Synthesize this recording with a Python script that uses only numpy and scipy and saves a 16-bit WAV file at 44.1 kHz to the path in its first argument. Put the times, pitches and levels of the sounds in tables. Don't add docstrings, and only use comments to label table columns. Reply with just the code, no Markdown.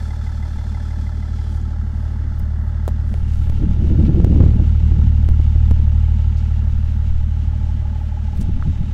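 import sys
import numpy as np
from scipy import signal
from scipy.fft import rfft, irfft, next_fast_len
from scipy.io import wavfile
from scipy.ndimage import map_coordinates

SR = 44100
rng = np.random.default_rng(int(sys.argv[2]) if len(sys.argv) > 2 else 0)


def wav_out(sig):
    wavfile.write(sys.argv[1], SR, np.round(np.clip(np.atleast_2d(sig).T, -1, 1) * 32767).astype(np.int16))


def gain_from_decibels(decibels):
    exponent = np.asarray(decibels, float) / 20
    return 10 ** exponent


N = 393813
TOP_HZ = 15830

# time_s, exhaust_db
NEARNESS = [(0, -22), (1.2, -20.5), (2.8, -18.5), (3.6, -16.5), (4, -16.5), (4.3, -14.5), (4.5, -12),
            (4.8, -11.6), (5.6, -11.5), (6, -12), (6.4, -15), (6.8, -15.5), (7.6, -17.5), (8, -19.2),
            (8.93, -21)]
# time_s, station (0 flank, 1 low by the bumper, 2 upright behind)
WALK = [(0, 0.03), (.7, 0.05), (1.62, 0.14), (1.95, 0.31), (3.05, 0.36), (3.45, 1), (6.4, 1), (7.2, 1.54),
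        (7.6, 2), (8.25, 2), (8.6, 1.74), (9, 1.75)]
# frequency_hz, density_db (per Hz)
HISS_REAR = [(1290, -25.5), (2200, -1), (3090, -0.5), (4840, -8.5), (6110, -9), (7520, -13), (8240, -18),
             (15800, -30.5)]


def unit(x):
    return x / np.sqrt(np.mean(x ** 2) + 1e-20)


def curves(rows):
    time_s, *columns = np.transpose(rows)
    return [np.interp(np.arange(N) / SR, time_s, column) for column in columns]


def wobble(rate):
    at = np.arange(0, N + 16, 16)
    knots = rng.standard_normal(int(N * rate / SR) + 4)
    return np.interp(np.arange(N), at, map_coordinates(knots, [at * rate / SR]))


def filtered(x, response):
    m = next_fast_len(N + SR)
    return irfft(rfft(x, m) * response(np.fft.rfftfreq(m, 1 / SR)), m)[:N]


def modes(table):
    return lambda f: sum((-1) ** k * gain_from_decibels(db) * 1j * f * w / (c * c - f * f + 1j * f * w)
                         for k, (c, w, db) in enumerate(table))


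def noise(points):
    hz, db = np.transpose(points)
    shape = lambda f: gain_from_decibels(np.interp(np.log(f + 1), np.log(hz + 1), db)) * (f < TOP_HZ)
    return unit(filtered(rng.standard_normal(N), shape))


def beats(cycle, place, scatter_db):
    at = np.searchsorted(cycle, np.arange(int(cycle[-1]) + 1) + place)
    out = np.zeros(N + 1)
    out[at] = gain_from_decibels(scatter_db * rng.standard_normal(len(at)))
    return out[:N]


def engine_cycle():
    # time_s, speed_hz (cycles per second)
    speed = [(0, 6.253), (2, 6.25), (3.5, 6.256), (4.5, 6.249), (6, 6.242), (9, 6.236)]
    return .029 + np.cumsum(curves(speed)[0]) / SR


def exhaust(cycle):
    # lag_ms, size_db
    cylinders = [(6.99, -1.15), (7.18, 1.15), (7.28, -.15), (6.94, -.95), (7.64, 1.3), (7.13, -.2)]
    # frequency_hz, width_hz
    volumes = [(25, 19), (66.1, 20.5)]
    # place (in cycle, 0-1), level_db
    shell_kicks = [(.102, -2), (.45, 0)]
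    level_db, = curves(NEARNESS)
    shell_db = -38 + .52 * (level_db - level_db.mean())
    puffs = sum(gain_from_decibels(db) * beats(cycle, k / 6 + ms / 160, scatter_db=.8)
                for k, (ms, db) in enumerate(cylinders))

    def pipe_response(f):
        tailpipe = 1 / (1 - (f / 115.4) ** 2 + 1j * f / 400)
        soft_front = 1 / (1 + 1j * f / 236) ** 2
        return tailpipe * soft_front * np.prod([modes([(c, w, 0)])(f) for c, w in volumes], axis=0)

    pipe = filtered(puffs, pipe_response)
    kicks = sum(gain_from_decibels(db) * beats(cycle, place, scatter_db=1.5) for place, db in shell_kicks)
    shell = -filtered(kicks, lambda f: modes([(200.5, 10, 0)])(f) * modes([(230, 50, 0)])(f))
    return gain_from_decibels(level_db) * unit(pipe) + gain_from_decibels(shell_db) * unit(shell)


def knocks(cycle, table, lag):
    out, turns = np.zeros(N), np.arange(int(cycle[-1]) + 1)[:, None]
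    for hz, db, hardest, times in table:
        peak_s = .002 + 4 / hz
        t = np.arange(round(7 * peak_s * SR)) / SR
        ring = gain_from_decibels(db) * t / peak_s * np.exp(1 - t / peak_s) * np.sin(2 * np.pi * hz * t)
        firings = lag + np.arange(6) / 6
        softer_db = 23 * np.abs(np.sin(np.pi * times * (firings - hardest))) ** .7
        late, size_db = rng.standard_normal((2, len(turns), 6))
        at = np.searchsorted(cycle, turns + firings - 6.25 * peak_s + .002 * late)
        hits = np.bincount(at.ravel(), gain_from_decibels(size_db - softer_db).ravel(), N + 1)
        out += signal.oaconvolve(hits, ring)[:N]
    return out


def clatter(cycle, station):
    # frequency_hz, level_db, hardest (place in cycle, 0-1), hard_knocks (per cycle)
    flank_knocks = [(590, -50, .045, 1), (590, -54, .712, 1), (770, -47, .07, 1), (770, -41, .78, 1),
                    (855, -36.5, .63, 1), (845, -42, .13, 1), (1330, -46, .378, 2), (1330, -55, .045, 6),
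                    (1620, -54, .045, 6), (845, -50, .88, 1)]
    low_knocks = [(590, -53, .065, 1), (590, -50, .732, 1), (852, -34, .148, 2), (790, -52, .232, 2),
                  (955, -52, .398, 1), (1360, -53, .398, 1), (1360, -53, .065, 3), (1700, -57, .732, 1),
                  (2010, -60, .065, 3), (3510, -57, .63, 1)]
    rear_knocks = [(610, -50, .272, 3), (850, -41.5, .105, 1), (858, -37.5, .69, 1), (835, -40, .8, 1),
                   (790, -48, .105, 1), (790, -48, .772, 1), (1390, -57, .33, 2), (1680, -58, .105, 2),
                   (2025, -57, .772, 1)]
    front_knocks = [(950, -45, .878, 1), (950, -52, .25, 1), (1520, -52, .378, 3), (1720, -47.5, .045, 1),
                    (1740, -52, .045, 6), (2040, -58, .045, 3), (4450, -59, .045, 6), (7600, -66, .045, 6),
                    (3480, -52, .045, 3)]
    injector = [(2040, -44.5, .712, 1)]
    knock_lag = (.045, .065, .105)
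    out = np.zeros(N)
    for k, table in enumerate((flank_knocks, low_knocks, rear_knocks)):
        share = np.clip(1 - np.abs(station - k), 0, 1) ** 1.66
        out += share * knocks(cycle, table, knock_lag[k])
    out += np.clip(1 - station, 0, 1) ** 4.8 * knocks(cycle, front_knocks, knock_lag[0])
    out += knocks(cycle, injector, knock_lag[0]) / (1 + (station / .125) ** 12)
    return gain_from_decibels(2) * out


def block_drone():
    # frequency_hz, width_hz, level_db
    block = [(314, 90, -1), (624, 96, -1), (850, 78, 0.5), (1312, 342, -2), (1737, 396, -2.5),
             (2040, 170, -4.5)]
    return unit(filtered(rng.standard_normal(N), lambda f: modes(block)(f) / (1 + 1j * f / 2400) ** 2))


def flank_hiss(station):
    # frequency_hz, density_db (per Hz)
    spectrum = [(1290, -35), (2200, -4), (2640, -14.5), (3430, -5.5), (3900, -8.5), (5680, -8.5),
                (8500, -15.5), (15800, -31)]
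    # frequency_hz, width_hz, level_db
    grille = [(c, w, .25 * db) for c, w, db in [(3600, 240, -4.5), (4590, 130, -1), (5180, 280, -7.5),
                                                (5710, 110, -4), (6250, 56, -7.5), (7380, 130, -15),
                                                (8800, 100, -13.5)]]
    hiss = unit(filtered(noise(spectrum), lambda f: 1 + gain_from_decibels(-4.5) * np.abs(modes(grille)(f))))
    sag = 1 - .055 * np.clip(station / .13, 0, 1) ** 2
    hiss = map_coordinates(hiss, [np.cumsum(sag) - 1])
    echo_lag = (1.14 + .8 * station) * SR / 1000
    paving = filtered(hiss, lambda f: 1 / (1 + (f / 5000) ** 4))
    return unit(hiss + gain_from_decibels(-6) * map_coordinates(paving, [np.arange(N) - echo_lag]))


def rear_hiss(station):
    # frequency_hz, width_hz, level_db
    underside = [(2190, 60, 0), (2800, 64, 1), (3030, 40, 0), (3680, 80, -1), (4670, 65, -3)]
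    tailgate = [(1420, 62, 0), (2020, 50, 0), (3000, 90, -3)]
    air, upright = noise(HISS_REAR), np.clip(station - 1, 0, 1)
    low, high = [unit(filtered(air, lambda f: 1 + gain_from_decibels(-1.5) * np.abs(modes(table)(f)) ** 2))
                 for table in (underside, tailgate)]
    return (1 - upright) * low + upright * high


def side_gap():
    # frequency_hz, width_hz, level_db
    gap = [(2690, 120, -3), (3760, 130, 0)]
    opening = np.clip((np.arange(N) / SR - 8.4) / .1 + 1, 0, 1)
    return gain_from_decibels(-63) * unit(filtered(noise(HISS_REAR), modes(gap))) * opening


def turbo_whine():
    # frequency_hz, level_db
    whistle = [(6336, -78)]
    t = np.arange(N) / SR
    return sum(gain_from_decibels(db + 3.6 * wobble(4.6)) * np.sin(2 * np.pi * hz * t + 1.6 * wobble(25))
               for hz, db in whistle)


def engine_bay(cycle):
    # station, drone_db, hiss_db
    shadow = [(0, -48.5, -53), (.1, -50, -55.5), (.35, -48, -60), (1, -50.5, -54), (1.4, -49.5, -56),
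              (2, -51, -56)]
    station, = curves(WALK)
    at, *through = np.transpose(shadow)
    drone_db, hiss_db = [np.interp(station, at, db) + 0.43 * wobble(4.1) for db in through]
    firing = np.cos(2 * np.pi * (6 * cycle - .3))
    rear = np.clip(1.12 * station, .1, 1)
    hiss = np.sqrt(1 - rear) * flank_hiss(station) + np.sqrt(rear) * rear_hiss(station)
    hiss *= gain_from_decibels(hiss_db + .5 + 1.0 * firing + 1.03 * wobble(25))
    drone = block_drone() * gain_from_decibels(drone_db + 2.2 * firing + 0.37 * wobble(13))
    return drone + hiss + clatter(cycle, station) + side_gap() + turbo_whine()


def pops():
    # start_s, slip_db, swing_db, rise_ms, recovery_ms
    slips = [(3.499, -22, -13, 1, 20), (4.2466, -17, 2, 1.2, 7), (5.2892, -20, -13, .6, 8),
             (5.29, -60, -7, 9, 35), (5.7104, -30, -16, .5, 8), (5.7117, -21, -5, 1.1, 40)]
    # centre_s, pressure, length_ms
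    slugs = [(3.638, -.45, 9), (4.1486, -.5, 7), (4.2022, -.5, 6), (4.2455, -.3, 6), (4.3355, -.6, 7),
             (4.3599, -.6, 10), (4.3724, -.6, 6), (4.4042, -.9, 6), (4.4077, .9, 7), (4.4401, -.5, 9),
             (4.4613, .6, 8), (4.4668, -.4, 8), (4.493, -.45, 8), (4.6001, -.3, 9), (4.9208, -.12, 14),
             (5.4007, -.08, 14), (5.4806, -.1, 14), (5.5611, -.22, 13), (5.8817, -.08, 14), (8.535, .3, 50),
             (8.567, -.35, 26), (8.803, .25, 16)]
    # centre_s, pressure, frequency_hz, length_ms
    eddies = [(3.625, .14, 150, 20), (3.64, .07, 303, 20), (3.67, -.15, 200, 14), (3.695, -.12, 150, 16),
              (3.848, .07, 347, 11), (3.916, -.11, 309, 13), (3.942, .05, 330, 14), (3.992, -.12, 312, 12),
              (3.995, .3, 140, 22), (4.017, .07, 327, 7), (4.043, -.22, 203, 17), (4.076, -.14, 221, 10),
              (4.127, .16, 195, 12), (4.086, .15, 308, 13), (4.098, .3, 150, 30), (4.1, -.12, 331, 7),
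              (4.129, .1, 288, 11), (4.16, .2, 190, 10), (4.179, .16, 322, 13), (4.197, .16, 313, 11),
              (4.232, -.2, 190, 14), (4.268, -.1, 352, 7), (4.282, .17, 172, 10), (4.307, -.11, 294, 16),
              (4.314, -.24, 172, 10), (4.367, .11, 297, 13), (4.386, -.2, 130, 24), (4.386, -.13, 337, 7),
              (4.42, .25, 95, 40), (4.432, .1, 305, 12), (4.434, -.3, 182, 24), (4.485, -.19, 187, 10),
              (4.56, -.15, 203, 10), (4.621, -.05, 309, 14), (4.625, -.13, 183, 10), (4.84, .1, 176, 24),
              (4.929, -.04, 325, 15), (4.988, .14, 167, 11), (5.045, -.1, 187, 19), (8.401, -.11, 168, 16),
              (8.433, .15, 55, 40), (8.486, -.2, 95, 30), (8.493, -.1, 168, 24), (8.494, -.04, 329, 8),
              (8.577, -.04, 250, 17), (8.671, -.12, 153, 24), (8.695, .2, 85, 40), (8.815, -.12, 155, 24)]
    out, t = np.zeros(N + SR), np.arange(SR // 2) / SR
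    pull = np.hanning(round(.012 * SR))
    for s, slip_db, swing_db, rise_ms, fall_ms in slips:
        swing = gain_from_decibels(slip_db) + gain_from_decibels(swing_db) * (1 - np.exp(-1000 * t / rise_ms))
        out[round(s * SR):][:len(t)] += swing * np.exp(-1000 * t / fall_ms)
        out[round((s - .007) * SR):][:len(pull)] -= gain_from_decibels(swing_db - 9) * pull
    for s, pressure, ms in slugs:
        push = pressure * np.hanning(round(ms * SR / 1000))
        out[round((s - ms / 2000) * SR):][:len(push)] += push
    for s, pressure, hz, ms in eddies:
        u = np.arange(-2 * ms, 2 * ms, 1000 / SR) / 1000
        swell = gain_from_decibels(-.3) * pressure * np.exp(-2.8 * (1000 * u / ms) ** 2)
        out[round((s + u[0]) * SR):][:len(u)] += swell * np.cos(2 * np.pi * hz * u)
    return filtered(out[:N], lambda f: (f < TOP_HZ) * 1j * f / (3 + 1j * f))


def gust_levels():
    # peak_s, peak_db, fall_s (by 20 dB), edge_db (over buffet)
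    gusts = [(0.571, -40.5, .1, -7), (2.38, -41.5, 0.4, -7), (3.13, -36, 0.08, -5), (3.33, -33.5, 0.3, -13),
             (3.42, -39, 0.23, -6), (3.635, -21, 0.09, -4.5), (3.71, -24, 0.07, -9),
             (3.83, -25.5, 0.16, -4), (3.918, -23.5, 0.12, -3.5), (4, -22.5, .1, -3.5),
             (4.05, -26.5, 0.15, -4), (4.095, -20.5, 0.11, -1.5), (4.18, -22.5, .1, -2.5),
             (4.235, -21.5, .1, -3), (4.32, -20, 0.11, -1), (4.41, -18, 0.11, -1.5), (4.47, -24, .15, -3),
             (4.6, -29, 0.2, -2), (4.82, -37, 0.5, -2), (4.97, -30, .15, -5.5), (5.07, -33.5, 0.3, -12.5),
             (5.3, -38.5, 0.4, -4), (5.55, -41.5, .2, -7.5), (5.72, -39, 0.3, -10.5),
             (7.66, -37, 0.53, -23), (8.41, -30.5, 0.17, -7.5), (8.485, -28, 0.03, -7.5),
             (8.57, -29, 0.12, -20), (8.68, -27, 0.06, -11), (8.815, -28, 0.12, -13),
             (8.93, -43, 0.4, -6.5)]
    sways = [2.41, 3.17, 3.55, 5.3, 5.72, 6.74, 7.16, 8.55]
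    now, near_db = np.arange(0, N, 64) / SR, curves(NEARNESS)[0][::64]
    slow = lambda rate: wobble(rate)[::64]
    s, db, fall_s, edge_db = np.transpose(gusts)[..., None]
    power = gain_from_decibels(db - 20 * np.abs(now - s) / fall_s) ** 2
    breeze_db = -48.5 + .3 * (near_db - near_db.mean()) + 3 * slow(12)
    buffet = gain_from_decibels(breeze_db) ** 2 + power.sum(axis=0)
    sheltered_db = -45.5 - 2 * curves(WALK)[0][::64] + 1.3 * slow(8)
    edge = gain_from_decibels(sheltered_db) ** 2 + (power * gain_from_decibels(edge_db) ** 2).sum(axis=0)
    sway = sum(np.exp(-.5 * ((now - s) / .086) ** 2) for s in sways)
    most = gain_from_decibels(-22.5)
    heave = np.minimum(gain_from_decibels(5.5 + 4.5 * slow(9)) * np.sqrt(buffet) + most * sway, most)
    return [np.interp(np.arange(N) / SR, now, 10 * np.log10(p)) for p in (buffet, heave ** 2, edge)]


def wind():
    # frequency_hz, density_db (per Hz)
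    buffet_spectrum = [(15, -7.5), (30, -8), (60, -1.5), (130, -5.5), (220, -11), (350, -32), (600, -87)]
    edge_spectrum = [(150, -20), (250, 7), (320, 1), (420, -5), (600, -14.5), (1000, -33), (2000, -79)]
    buffet_db, heave_db, edge_db = gust_levels()
    hard = np.clip((buffet_db + 52) / 22, .3, .85)
    lumps = hard * wobble(18)
    buffet = unit(gain_from_decibels(2.4 * lumps) * noise(buffet_spectrum))
    edge = unit(gain_from_decibels(1.4 * lumps + 1.6 * hard * wobble(45)) * noise(edge_spectrum))
    heave = noise([(2, -28), (6, 6.0), (18, 12.5), (30, -9), (60, -77.5)])
    buffet_db = buffet_db + 9.5 - 2.5 * np.clip(hard - .3, 0, 1) / .55
    return gain_from_decibels(buffet_db) * buffet + gain_from_decibels(edge_db - 3) * edge + gain_from_decibels(heave_db) * heave


def handling():
    # start_s, crack_db, thud_db, thud_hz, thud_t60_ms
    ticks = [(1.615, -60, -44, 6900, 9), (2.355, -46, -58, 890, 7), (2.856, -50, -60, 10900, 2),
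             (2.872, -52, -40, 1200, 4), (2.8791, -23, -9, 560, 6.5), (2.8792, -60, -22, 950, 5),
             (2.8793, -60, -24, 2800, 1.2), (2.8846, -33, -38, 5000, 1.5), (2.889, -38, -19.5, 720, 7),
             (2.9012, -44, -45, 1500, 4), (3.0, -60, -33, 3500, 1.2), (3.01, -52, -55.5, 14000, 1.5),
             (3.1411, -42, -20, 654, 7), (3.141, -60, -21, 2200, 1.5), (3.1411, -60, -30, 6000, .8),
             (3.337, -40, -36, 8000, 1.2), (3.628, -51, -61, 13900, 2), (5.248, -47, -55, 900, 7),
             (4.052, -58.5, -36, 2700, 6), (3.84, -56, -34, 600, 10), (6.372, -52, -39.5, 4640, 6),
             (6.395, -50.5, -40, 4610, 6), (6.96, -48, -55, 880, 7), (7.309, -54, -59, 890, 7),
             (8.375, -46, -50, 6000, 1.5), (8.382, -55, -38, 2300, 4), (8.4095, -36, -40, 7000, 1),
             (8.4132, -36, -40, 8000, 1), (8.4155, -42, -50, 13000, 1), (8.4195, -35, -40, 7000, 1),
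             (8.426, -42, -45, 6000, 1), (8.625, -44, -20, 1330, 7.5), (8.632, -52, -36, 1400, 5),
             (8.65, -47, -50, 1310, 7)]
    # start_s, level_db
    clinks = [
        (2.392, -53),
        (3.535, -67),
    ]
    # frequency_hz, level_db, t60_s
    clink_modes = [(5066, -6, 0.06), (7849, -33, 5.0), (12400, 6, 0.038), (13770, -30, 0.056),
                   (15040, 3, 0.04), (15900, -23, 0.066)]
    # centre_s, half_length_s, level_db, centre_hz
    scuffs = [(.02, 0.078, -61, 7000), (.5, .15, -74, 9000), (1.55, 0.057, -61, 6500),
              (1.56, .05, -72.5, 14000), (2, 0.14, -70.5, 7950), (2.65, .06, -71, 11000),
              (3.13, 0.06, -63, 7000), (3.18, .025, -76, 14500), (3.358, 0.081, -60.5, 6000),
              (3.451, 0.12, -65.5, 13000), (2.886, .004, -56.5, 8000), (4.063, .011, -46.5, 2670),
              (6.384, .015, -58, 4600), (6.9, .35, -73, 13900), (8.029, .05, -71.5, 13000),
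              (8.376, .018, -60.5, 12000), (8.418, .008, -50, 7000), (8.378, .014, -56, 3000),
              (2.886, .006, -58, 11000), (3.32, .03, -62, 4800), (2.4, .008, -62, 8500)]
    out, t = np.zeros(N + SR), np.arange(SR // 10) / SR
    for s, db, thud_db, thud_hz, ms in ticks:
        burst = .5 * rng.standard_normal(len(t)) - 1.8 * (t == 0)
        crack = gain_from_decibels(db - 60 * t / 0.0031) * signal.lfilter([1], [1, -.55], burst)
        thud = gain_from_decibels(thud_db - 60000 * t / ms) * np.sin(2 * np.pi * thud_hz * t)
        out[round(s * SR):][:len(t)] += crack - thud
    for s, db in clinks:
        out[round(s * SR):][:len(t)] += sum(gain_from_decibels(db + level - 60 * t / t60) * np.sin(2 * np.pi * hz * t)
                                            for hz, level, t60 in clink_modes)
    for s, half, db, hz in scuffs:
        at = np.arange(max(round((s - 3 * half) * SR), 0), round((s + 3 * half) * SR))
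        band = signal.butter(2, [hz / 1.7, hz * 1.5], 'bandpass', fs=SR)
        rub = unit(signal.lfilter(*band, rng.standard_normal(len(at))))
        grit = gain_from_decibels((4 if half < .03 else 1.5) * wobble(300)[at])
        out[at] += gain_from_decibels(db) * np.exp(-.5 * ((at / SR - s) / half) ** 2) * grit * rub
    return filtered(out[:N], lambda f: f < TOP_HZ)


def scene():
    cycle = engine_cycle()
    return (exhaust(cycle) + engine_bay(cycle) + pops() + wind() + handling())[None]


def band_limit(x):
    return signal.sosfilt(signal.butter(12, 16870, fs=SR, output="sos"), x)


def record(dry):
    ceiling = .71
    return band_limit(np.clip(dry, -ceiling, ceiling))


dry = scene()
out = record(dry)
wav_out(out)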